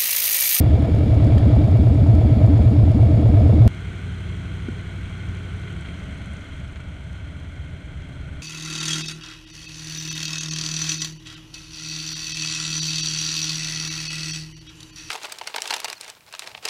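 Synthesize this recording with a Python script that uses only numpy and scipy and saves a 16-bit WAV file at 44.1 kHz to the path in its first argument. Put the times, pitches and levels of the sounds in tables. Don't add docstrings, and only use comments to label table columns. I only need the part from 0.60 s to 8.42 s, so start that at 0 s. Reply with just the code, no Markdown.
import sys
import numpy as np
from scipy import signal
from scipy.fft import rfft, irfft
from scipy.io import wavfile
from scipy.ndimage import uniform_filter1d

SR = 44100
rng = np.random.default_rng(int(sys.argv[2]) if len(sys.argv) > 2 else 0)


def log_audio(samples):
    frames = np.atleast_2d(samples).T
    limited = np.clip(frames, -1, 1)
    pcm = np.round(limited * 32767).astype(np.int16)
    wavfile.write(sys.argv[1], SR, pcm)


N = 344862
TIME = np.arange(N) / SR


def amp(db):
    return 10 ** (np.asarray(db) / 20)


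def unit(x):
    return x / np.sqrt(np.mean(x ** 2) + 1e-20)


def levelled(x):
    power = abs(uniform_filter1d(x ** 2, size=SR // 3))
    return x / np.sqrt(power + 1e-9)


def add(mix, start_s, sound):
    at = int(round(start_s * SR))
    sound = sound[max(-at, 0):]
    part = mix[max(at, 0):][:len(sound)]
    part += sound[:len(part)]


def curves(rows):
    row_s, *columns = np.transpose(rows)
    return [np.interp(TIME, row_s, column) for column in columns]


def plateau(start_s, rise_s, hold_s, fall_s):
    return np.interp(TIME, start_s + np.cumsum([0, rise_s, hold_s, fall_s]), [0, 1, 1, 0])


def noise():
    return rng.standard_normal(N)


def colour(x, spectrum, skirt_db=60):
    hz, db = np.transpose(spectrum)
    octave = np.log2(np.fft.rfftfreq(N, 1 / SR) + 1)
    known = np.log2(hz + 1)
    outside = abs(octave - np.clip(octave, known[0], known[-1]))
    gain = amp(np.interp(octave, known, db) - skirt_db * outside)
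    return unit(irfft(rfft(x) * gain, N))


def sing(rings, shake):
    spectrum, f = rfft(shake), np.fft.rfftfreq(N, 1 / SR)
    out = np.zeros(N)
    for hz, width_hz, db in rings:
        resonance = 1 / (1 + 1j * (f - hz) / width_hz) ** 2
        out += amp(db) * unit(irfft(spectrum * resonance, N))
    return out


def bursts(turns, angles, decay_cycles, steady):
    gate = sum(np.exp(-((turns - angle) % 1) / decay_cycles) for angle in angles)
    return (steady + gate) * noise()


def rattle(per_s, spread_db):
    size = amp(spread_db * np.minimum(rng.exponential(1, N), 4))
    hit = rng.random(N) < per_s / SR
    return unit(size * noise() * hit)


def strike(modes, contact_s, tuning=1):
    t = np.arange(SR // 8) / SR
    ring = sum(amp(db - 60 * t / t60_s) * np.sin(2 * np.pi * hz * tuning * t) for hz, db, t60_s in modes)
    return ring * (1 - np.exp(-(t / contact_s) ** 2))


def crack(decay_s):
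    t = np.arange(SR // 30) / SR
    return rng.standard_normal(len(t)) * np.exp(-t / decay_s)


def crank(speed, start):
    turns = np.cumsum(curves(speed)[0]) / SR
    return turns - np.interp(speed[0][0], TIME, turns) + start


def pipe(turns, rings, uneven_db, jitter_s, detune, warmth=1):
    out, cycles = np.zeros(N), np.arange(-1, int(turns[-1]) + 1)
    lead_in_s = -2 / (SR * (turns[1] - turns[0]))
    known_turns, known_s = np.r_[turns[0] - 2, turns], np.r_[lead_in_s, TIME]
    forces, lates, heats = rng.standard_normal((len(cycles), 3)).T
    tunings = np.interp(cycles, turns, warmth * np.ones(N)) * (1 + detune * heats)
    for angle, first_hz, crest_hz, last_hz, rise_s, fall_s, db in rings:
        t = np.arange(0, rise_s + fall_s, 1 / SR)
        knots_s = [0, rise_s, rise_s + fall_s]
        swell = np.sin(np.pi / 2 * np.interp(t, knots_s, [0, 1, 0])) ** 2
        glide_hz = np.interp(t, knots_s, [first_hz, crest_hz, last_hz])
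        phase = 2 * np.pi * np.cumsum(glide_hz) / SR
        starts_s = np.interp(cycles + angle, known_turns, known_s) + jitter_s * lates
        for start_s, force, tuning in zip(starts_s, forces, tunings):
            add(out, start_s, amp(db + uneven_db * force) * swell * np.sin(phase * tuning))
    return levelled(out)


IDLE_CYCLES_PER_S = 8.4


def drive(law, speed, throttle, lag_s=0):
    idle_db, doubling_db, effort_share = law
    rate = np.interp(TIME - lag_s, TIME, curves(speed)[0])
    effort_db = curves(throttle)[0]
    return amp(idle_db + doubling_db * np.log2(rate / IDLE_CYCLES_PER_S) + effort_share * effort_db)


# (time [s], four-stroke cycles per second [1/s])
LOUD_SPEED = [(0, 10.69), (.35, 10.86), (.7, 9.92), (1.1, 8.95), (1.5, 8.61), (2, 8.65), (2.3, 8.5),
              (2.6, 8.81), (3.08, 7.74)]
# (time [s], effort [dB])
LOUD_THROTTLE = [(0, -0.8), (0.451, -1.5), (.85, 0.7), (1.3, -1), (1.85, 0.4), (2.25, -0.9), (2.65, -0.5),
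                 (3.08, 2)]


def loud_gain(law):
    return drive(law, LOUD_SPEED, LOUD_THROTTLE)


# (time [s], four-stroke cycles per second [1/s])
QUIET_SPEED = [(3.08, 12.45), (3.5, 11.83), (4.3, 12.2), (4.75, 11.84), (5.05, 12.06), (5.35, 11.13),
               (5.7, 10.32), (5.95, 8.23), (6.4, 8.55), (6.9, 8.01), (7.3, 8.43), (7.82, 8.5)]
# (time [s], effort [dB])
QUIET_THROTTLE = [(3.08, -2), (3.6, 2.7), (4.1, 0.5), (4.55, -.6), (4.78, 1.4), (5.15, -0.91), (6.1, 0.21),
                  (6.85, 1.3), (7.2, -1), (7.82, -0.33)]


def quiet_gain(law, lag_s=0):
    return drive(law, QUIET_SPEED, QUIET_THROTTLE, lag_s)


SHUT_S, SHUT_FADE_S = 5.03, .153


def quiet_load():
    return np.interp(TIME, [SHUT_S, SHUT_S + SHUT_FADE_S], [1, 0])


# (frequency [Hz], relative density [dB per Hz])
LOUD_STREET = [(10, -12), (25, -18.5), (45, -6.5), (75, -4), (120, -2), (200, -14.5), (400, -26.5),
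               (1000, -69)]


def loud_street():
    return amp(-20.5) * colour(noise(), LOUD_STREET)


# (frequency [Hz], relative density [dB per Hz])
QUIET_STREET = [(10, -10), (25, -7), (45, -3.5), (75, -5), (120, -1), (200, -15), (400, -29.5), (1000, -71)]


def quiet_street():
    return amp(-39.5 - 1.5 * quiet_load()) * colour(noise(), QUIET_STREET)


WHISTLE_S, WHISTLE_FADE_S, WHISTLE_HOLD_S = .68, .12, 1.15
WHISTLE_DB, WHISTLE_HZ = -75, 11880


def whistle():
    waver = colour(noise(), [(3, 2), (20, -6), (45, -16)])
    swell = plateau(WHISTLE_S, WHISTLE_FADE_S, WHISTLE_HOLD_S, WHISTLE_FADE_S)
    return amp(WHISTLE_DB) * swell * waver * np.sin(2 * np.pi * WHISTLE_HZ * TIME)


SWITCH_S, SWITCH_FADE_S = 3.0783, .002
SNAP_DB, SNAP_DECAY_S = -12, .0002


def snap():
    out, t = np.zeros(N), np.arange(SR // 100) / SR
    add(out, SWITCH_S, amp(SNAP_DB) * np.exp(-t / SNAP_DECAY_S))
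    return out


LEVER_S, LEVER_DB, LEVER_CRACK_DB = .78, -31.5, -47
# (frequency [Hz], level [dB], t60 [s])
LEVER_MODES = [(1770, 4, .018), (3150, 5, .014), (4720, -1, .013), (7100, -9, .014), (8400, -12, .012)]


def lever():
    out = np.zeros(N)
    add(out, LEVER_S, amp(LEVER_DB) * strike(LEVER_MODES, contact_s=.0012))
    add(out, LEVER_S, amp(LEVER_CRACK_DB) * crack(decay_s=.002))
    return out


# (time [s], gain [dB])
BUMPS = [(4.0848, -9.8), (5.102, -32), (5.287, -25), (5.374, -30)]
# (frequency [Hz], level [dB], t60 [s])
BUMP_MODES = [(235, 4, .028), (310, 2, .022), (880, -19, .012), (1460, -14, .024)]


def bumps():
    out = np.zeros(N)
    for start_s, db in BUMPS:
        add(out, start_s, amp(db) * strike(BUMP_MODES, contact_s=.0035))
    return out


TICK_PITCH_HZ = 8000
# (time [s], gain [dB], pitch [Hz])
TICKS = [(4.6882, -51, 6300), (4.996, -55, 7400), (5.1242, -55, 7800), (5.209, -48, 8000),
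         (5.2885, -53, 8400), (5.3215, -56, 8600), (5.3951, -53, 6400), (5.5113, -54, 7600),
         (5.5427, -57, 8600), (5.5846, -56, 8700), (5.6171, -56, 8700), (5.6585, -50, 8450),
         (5.734, -48, 8700), (5.7672, -49, 6400), (5.8091, -52, 6300), (5.8433, -55, 6700),
         (5.886, -57, 7850), (5.9199, -57, 6700), (5.9653, -59, 8350), (5.9997, -53, 6400),
         (6.0441, -55, 7900), (6.078, -54, 6000), (6.1229, -55, 8200), (6.1583, -51, 6650),
         (6.2042, -52, 7350), (6.2387, -57, 6200), (7.4205, -52, 6100), (7.4863, -59, 8400)]
# (frequency [Hz], level [dB], t60 [s])
TICK_MODES = [(6000, -3, .012), (7100, -1, .013), (8000, 2, .016), (8700, -1, .013), (9900, -6, .01)]


def ticks():
    out = np.zeros(N)
    for start_s, db, hz in TICKS:
        add(out, start_s, amp(db) * strike(TICK_MODES, contact_s=.0002, tuning=hz / TICK_PITCH_HZ))
    return out


POP_PITCH_HZ = 620
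# (time [s], gain [dB], pitch [Hz])
POPS = [(.342, -20, 455), (.368, -15, 403), (.72, -19, 700), (.935, -27, 630), (1.083, -17, 625),
        (1.264, -23, 620), (1.386, -24, 402), (1.465, -27, 610), (1.58, -16, 624), (1.644, -20, 600),
        (1.803, -18, 583), (1.842, -22, 618), (2.429, -32, 625), (2.658, -20, 586), (2.787, -18.5, 556),
        (2.899, -19, 522)]
# (frequency [Hz], level [dB], t60 [s])
POP_MODES = [(470, -7, .02), (620, 1, .04), (780, -5, .02)]


def pops():
    out = np.zeros(N)
    for start_s, db, hz in POPS:
        add(out, start_s, amp(db) * strike(POP_MODES, contact_s=.0016, tuning=hz / POP_PITCH_HZ))
    return out


# (frequency [Hz], relative density [dB per Hz])
LOUD_FINS = [(2650, -26.5), (4500, -3), (5370, -6.5), (5970, -13), (6470, -11), (6980, -6), (7790, -16.5),
             (8580, -9), (10500, -18.5), (11600, -16), (12300, -20), (14400, -33.5), (15000, -38.5)]


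def loud_fins():
    return amp(-57) * colour(noise() + .5 * rattle(490, spread_db=4), LOUD_FINS)


# (frequency [Hz], relative density [dB per Hz])
QUIET_FINS = [(2650, -40), (4500, -11), (5000, -7.5), (5500, -8), (6000, -1.5), (7080, -5.5), (8710, -6),
              (10600, -17), (14300, -28), (15000, -33)]


def quiet_fins(turns):
    tappets = unit(bursts(turns, [.12, .58, .84], decay_cycles=.06, steady=1.9))
    return amp(-16.5) * colour(tappets + .34 * rattle(300, spread_db=3.5), QUIET_FINS)


LOUD_CLATTER = (-46, 8.7, 1)
# (frequency [Hz], relative density [dB per Hz])
LOUD_CASE = [(590, -30.5), (1000, -5.5), (1160, -7.5), (1270, 0.5), (1470, -6.5), (1660, -6), (1950, -7.5),
             (2270, -3), (2560, -11), (3050, -11.5), (3370, -7.5), (4070, -15), (4800, -20), (6240, -36),
             (10600, -120)]
# (frequency [Hz], width [Hz], level [dB])
LOUD_CASE_RINGS = [(2275, 70, -12), (2777, 30, -17)]


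def loud_case(turns):
    gears = unit(bursts(turns, [.06, .29, .8], decay_cycles=.063, steady=1.7))
    contacts = gears + .35 * rattle(900, spread_db=-1.5)
    return loud_gain(LOUD_CLATTER) * (colour(contacts, LOUD_CASE) + sing(LOUD_CASE_RINGS, noise()))


CLANK_DECAY_S = .009
# (time [s], level over the steady clatter [dB])
CLANKS = [(4.4428, -1), (5.0334, 1), (5.0748, 6.5), (5.1028, 4), (5.1611, 3), (5.2479, 4.5), (5.259, 1),
          (5.2869, 1), (5.399, -4), (5.5248, -2), (5.617, 1), (5.8496, -1), (5.922, 2), (6.158, 8),
          (6.2028, 5)]


def lash():
    flare, t = np.zeros(N), np.arange(SR // 10) / SR
    for start_s, db in CLANKS:
        add(flare, start_s, amp(db) * np.exp(-t / CLANK_DECAY_S))
    return np.sqrt(1 + flare ** 2)


# (frequency [Hz], relative density [dB per Hz])
QUIET_CASE = [(590, -9), (1000, -10), (1280, -4), (1380, 0.5), (1490, 2), (1740, -6.5), (2160, 0.5),
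              (2460, -6.5), (2800, -8), (3090, -6), (3240, -3.5), (3670, -13.5), (4180, -14), (4410, -18.5),
              (4800, -29.5), (6240, -55), (10600, -120)]
# (frequency [Hz], width [Hz], level [dB])
QUIET_CASE_RINGS = [(1460, 60, -21.5), (1529, 50, -20), (2105, 56, -26), (2300, 45, -24), (3020, 28, -24),
                    (3200, 76, -20.5), (4096, 67, -27.5), (8450, 110, -35)]


def quiet_case(turns):
    valves = unit(bursts(turns, [.24, .58, .8, .94], decay_cycles=.041, steady=3))
    contacts = lash() * (valves + .35 * rattle(900, spread_db=2))
    return amp(-.5) * colour(contacts, QUIET_CASE) + sing(QUIET_CASE_RINGS, contacts)


LOUD_GAS = (-31, 3.1, .89)
# (frequency [Hz], relative density [dB per Hz])
LOUD_PUFF = [(190, -29.5), (330, 1.5), (360, -4.5), (449, -4.5), (566, -5), (641, -4), (863, -15),
             (1200, -26.5), (1560, -64.5), (2640, -120)]
# (frequency [Hz], width [Hz], level [dB])
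LOUD_PUFF_RINGS = [(633, 40, -18.5)]
# (start [share of cycle], first [Hz], crest [Hz], last [Hz], rise [s],
# fall [s], level [dB])
LOUD_RASP = [(.0, 500, 635, 700, .007, .018, -1), (.29, 590, 650, 690, .007, .018, 1),
             (.57, 480, 660, 800, .006, .02, -2), (.66, 330, 420, 620, .008, .022, -1)]


def loud_gas(turns):
    gas = bursts(turns, [.01, .32, .57], decay_cycles=.085, steady=.85)
    puffs = colour(gas, LOUD_PUFF) + sing(LOUD_PUFF_RINGS, gas)
    rasp = amp(-6.5) * pipe(turns, LOUD_RASP, uneven_db=2, jitter_s=.001, detune=.02)
    return loud_gain(LOUD_GAS) * (puffs + rasp)


OVERRUN_S, OVERRUN_RISE_S, OVERRUN_HOLD_S, OVERRUN_FALL_S = 5.15, .29, .39, .37
QUIET_GAS = (-48.5, 6.8, .088)
# (frequency [Hz], relative density [dB per Hz])
QUIET_PUFF = [(150, -19), (260, 1.5), (301, -5.5), (340, 0.5), (387, -5.5), (415, -1.5), (460, -14.5),
              (496, -6.5), (550, -18), (649, -8.5), (757, -18), (1200, -20), (1560, -39), (2640, -120)]
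# (frequency [Hz], relative density [dB per Hz])
IDLE_PUFF = [(150, -34), (260, -2), (295, 0), (334, -15), (360, -9.5), (499, -14.5), (522, -14.5),
             (625, -8.5), (738, -18), (1200, -25), (1560, -46), (2640, -120)]


def quiet_gas(turns):
    gas = bursts(turns, [.05, .2], decay_cycles=.18, steady=6.7)
    flow = np.interp(TIME, [OVERRUN_S, OVERRUN_S + OVERRUN_RISE_S], [.95, .14])
    return quiet_gain(QUIET_GAS) * (flow * colour(gas, QUIET_PUFF) + (1 - flow) * colour(gas, IDLE_PUFF))


LOUD_BOOM, LOUD_UPPER, LOUD_RINGING = (-12, -7, .47), (-25, -6, .9), (-26, -13, 1)
# (start [share of cycle], first [Hz], crest [Hz], last [Hz], rise [s], fall [s],
# level [dB]); low boom, upper sweeps, drone
LOUD_PIPE = [(0, 68.7, 116.5, 96, .033, .066, 0), (.564, 103.5, 71.2, 95.8, .016, .083, -3.3),
             (.977, 248.5, 72.5, 144.7, .014, .02, -3.2)]
LOUD_UPPER_PIPE = [(.598, 120, 186, 381, .005, .039, 0), (.044, 115, 200, 356, .005, .026, -9)]
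LOUD_DRONE = [(.681, 250, 302, 276, .022, .078, 0)]


def loud_exhaust(turns):
    boom = pipe(turns, LOUD_PIPE, uneven_db=1.1, jitter_s=.00026, detune=.019)
    sweeps = pipe(turns, LOUD_UPPER_PIPE, uneven_db=1.5, jitter_s=.0003, detune=.012)
    drone = pipe(turns, LOUD_DRONE, uneven_db=2.3, jitter_s=.0003, detune=.01)
    return loud_gain(LOUD_BOOM) * boom + loud_gain(LOUD_UPPER) * sweeps + loud_gain(LOUD_RINGING) * drone


QUIET_BOOM, QUIET_UPPER = (-35.5, 2.6, .85), (-44.5, 14.5, .38)
PULL_BOOM_DB, PULL_UPPER_DB = 3.5, -7.5
OVERRUN_UPPER_DB, OVERRUN_SHARPEN = -.3, .16
STUMBLE_S, STUMBLE_WIDTH_S, STUMBLE_DB = 5.87, .04, -18
# (start [share of cycle], first [Hz], crest [Hz], last [Hz], rise [s], fall [s],
# level [dB]); low rings pulling, low rings on a shut throttle, upper rings
QUIET_PIPE = [(.603, 151.4, 100, 40, 0.0218, 0.126, -1.5), (0.296, 121.3, 72.8, 49, 0.0242, 0.075, 0.5),
              (.935, 107.5, 155.7, 250, 0.021, 0.014, -3), (0.3232, 87, 172.9, 178, 0.0232, 0.072, -7.5)]
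IDLE_PIPE = [(.76, 105, 86.3, 51, 0.015, 0.09, -3), (0.354, 101, 80.5, 44, 0.016, 0.059, 1.5),
             (.47, 154.4, 139, 160, 0.041, 0.017, -6.5)]
QUIET_UPPER_PIPE = [(0.0565, 122, 137.6, 230, 0.0085, 0.035, 4), (.46, 129, 164.6, 209, 0.0092, 0.032, 1),
                    (0.84, 214, 334, 530, 0.0167, 0.013, -18), (.1412, 274, 290, 387, 0.0086, 0.015, -23)]


def quiet_exhaust(turns):
    load = quiet_load()
    overrun = plateau(OVERRUN_S, OVERRUN_RISE_S, OVERRUN_HOLD_S, OVERRUN_FALL_S)
    pulling = amp(PULL_BOOM_DB) * pipe(turns, QUIET_PIPE, uneven_db=1.1, jitter_s=.00013, detune=.0033)
    idling = pipe(turns, IDLE_PIPE, uneven_db=1.5, jitter_s=.001, detune=.02)
    boom = quiet_gain(QUIET_BOOM) * (np.sqrt(load) * pulling + np.sqrt(1 - load) * idling)
    high_rings = pipe(turns, QUIET_UPPER_PIPE, uneven_db=2.5, jitter_s=.00041, detune=.017,
                      warmth=1 + OVERRUN_SHARPEN * overrun)
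    upper_db = OVERRUN_UPPER_DB * overrun + PULL_UPPER_DB * load
    upper = quiet_gain(QUIET_UPPER) * amp(upper_db) * high_rings
    firing = amp(STUMBLE_DB * np.exp(-((TIME - STUMBLE_S) / STUMBLE_WIDTH_S) ** 2))
    return firing * (boom + upper)


def loud_bike():
    turns = crank(LOUD_SPEED, .65)
    engine = loud_exhaust(turns) + loud_gas(turns) + loud_case(turns) + loud_fins()
    return loud_street() + whistle() + pops() + engine


QUIET_CLATTER = (-48.5, 7.8, .17)
GEAR_LAG_S = .25


def quiet_bike():
    turns = crank(QUIET_SPEED, .5)
    clatter = quiet_gain(QUIET_CLATTER, GEAR_LAG_S) * (quiet_case(turns) + quiet_fins(turns))
    return quiet_street() + clatter + quiet_gas(turns) + quiet_exhaust(turns)


def scene():
    first = np.interp(TIME, [SWITCH_S - SWITCH_FADE_S, SWITCH_S], [1, 0])
    bikes = first * loud_bike() + (1 - first) * quiet_bike()
    return (bikes + lever() + bumps() + ticks() + snap())[None]


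CUTOFF_HZ = 15200


def record(dry):
    opened = dry * np.minimum(TIME / .004, 1)
    low_pass = signal.firwin(511, CUTOFF_HZ, window=("kaiser", 9), fs=SR)
    return signal.oaconvolve(opened, low_pass[None], "same")


dry = scene()
out = record(dry)
log_audio(out)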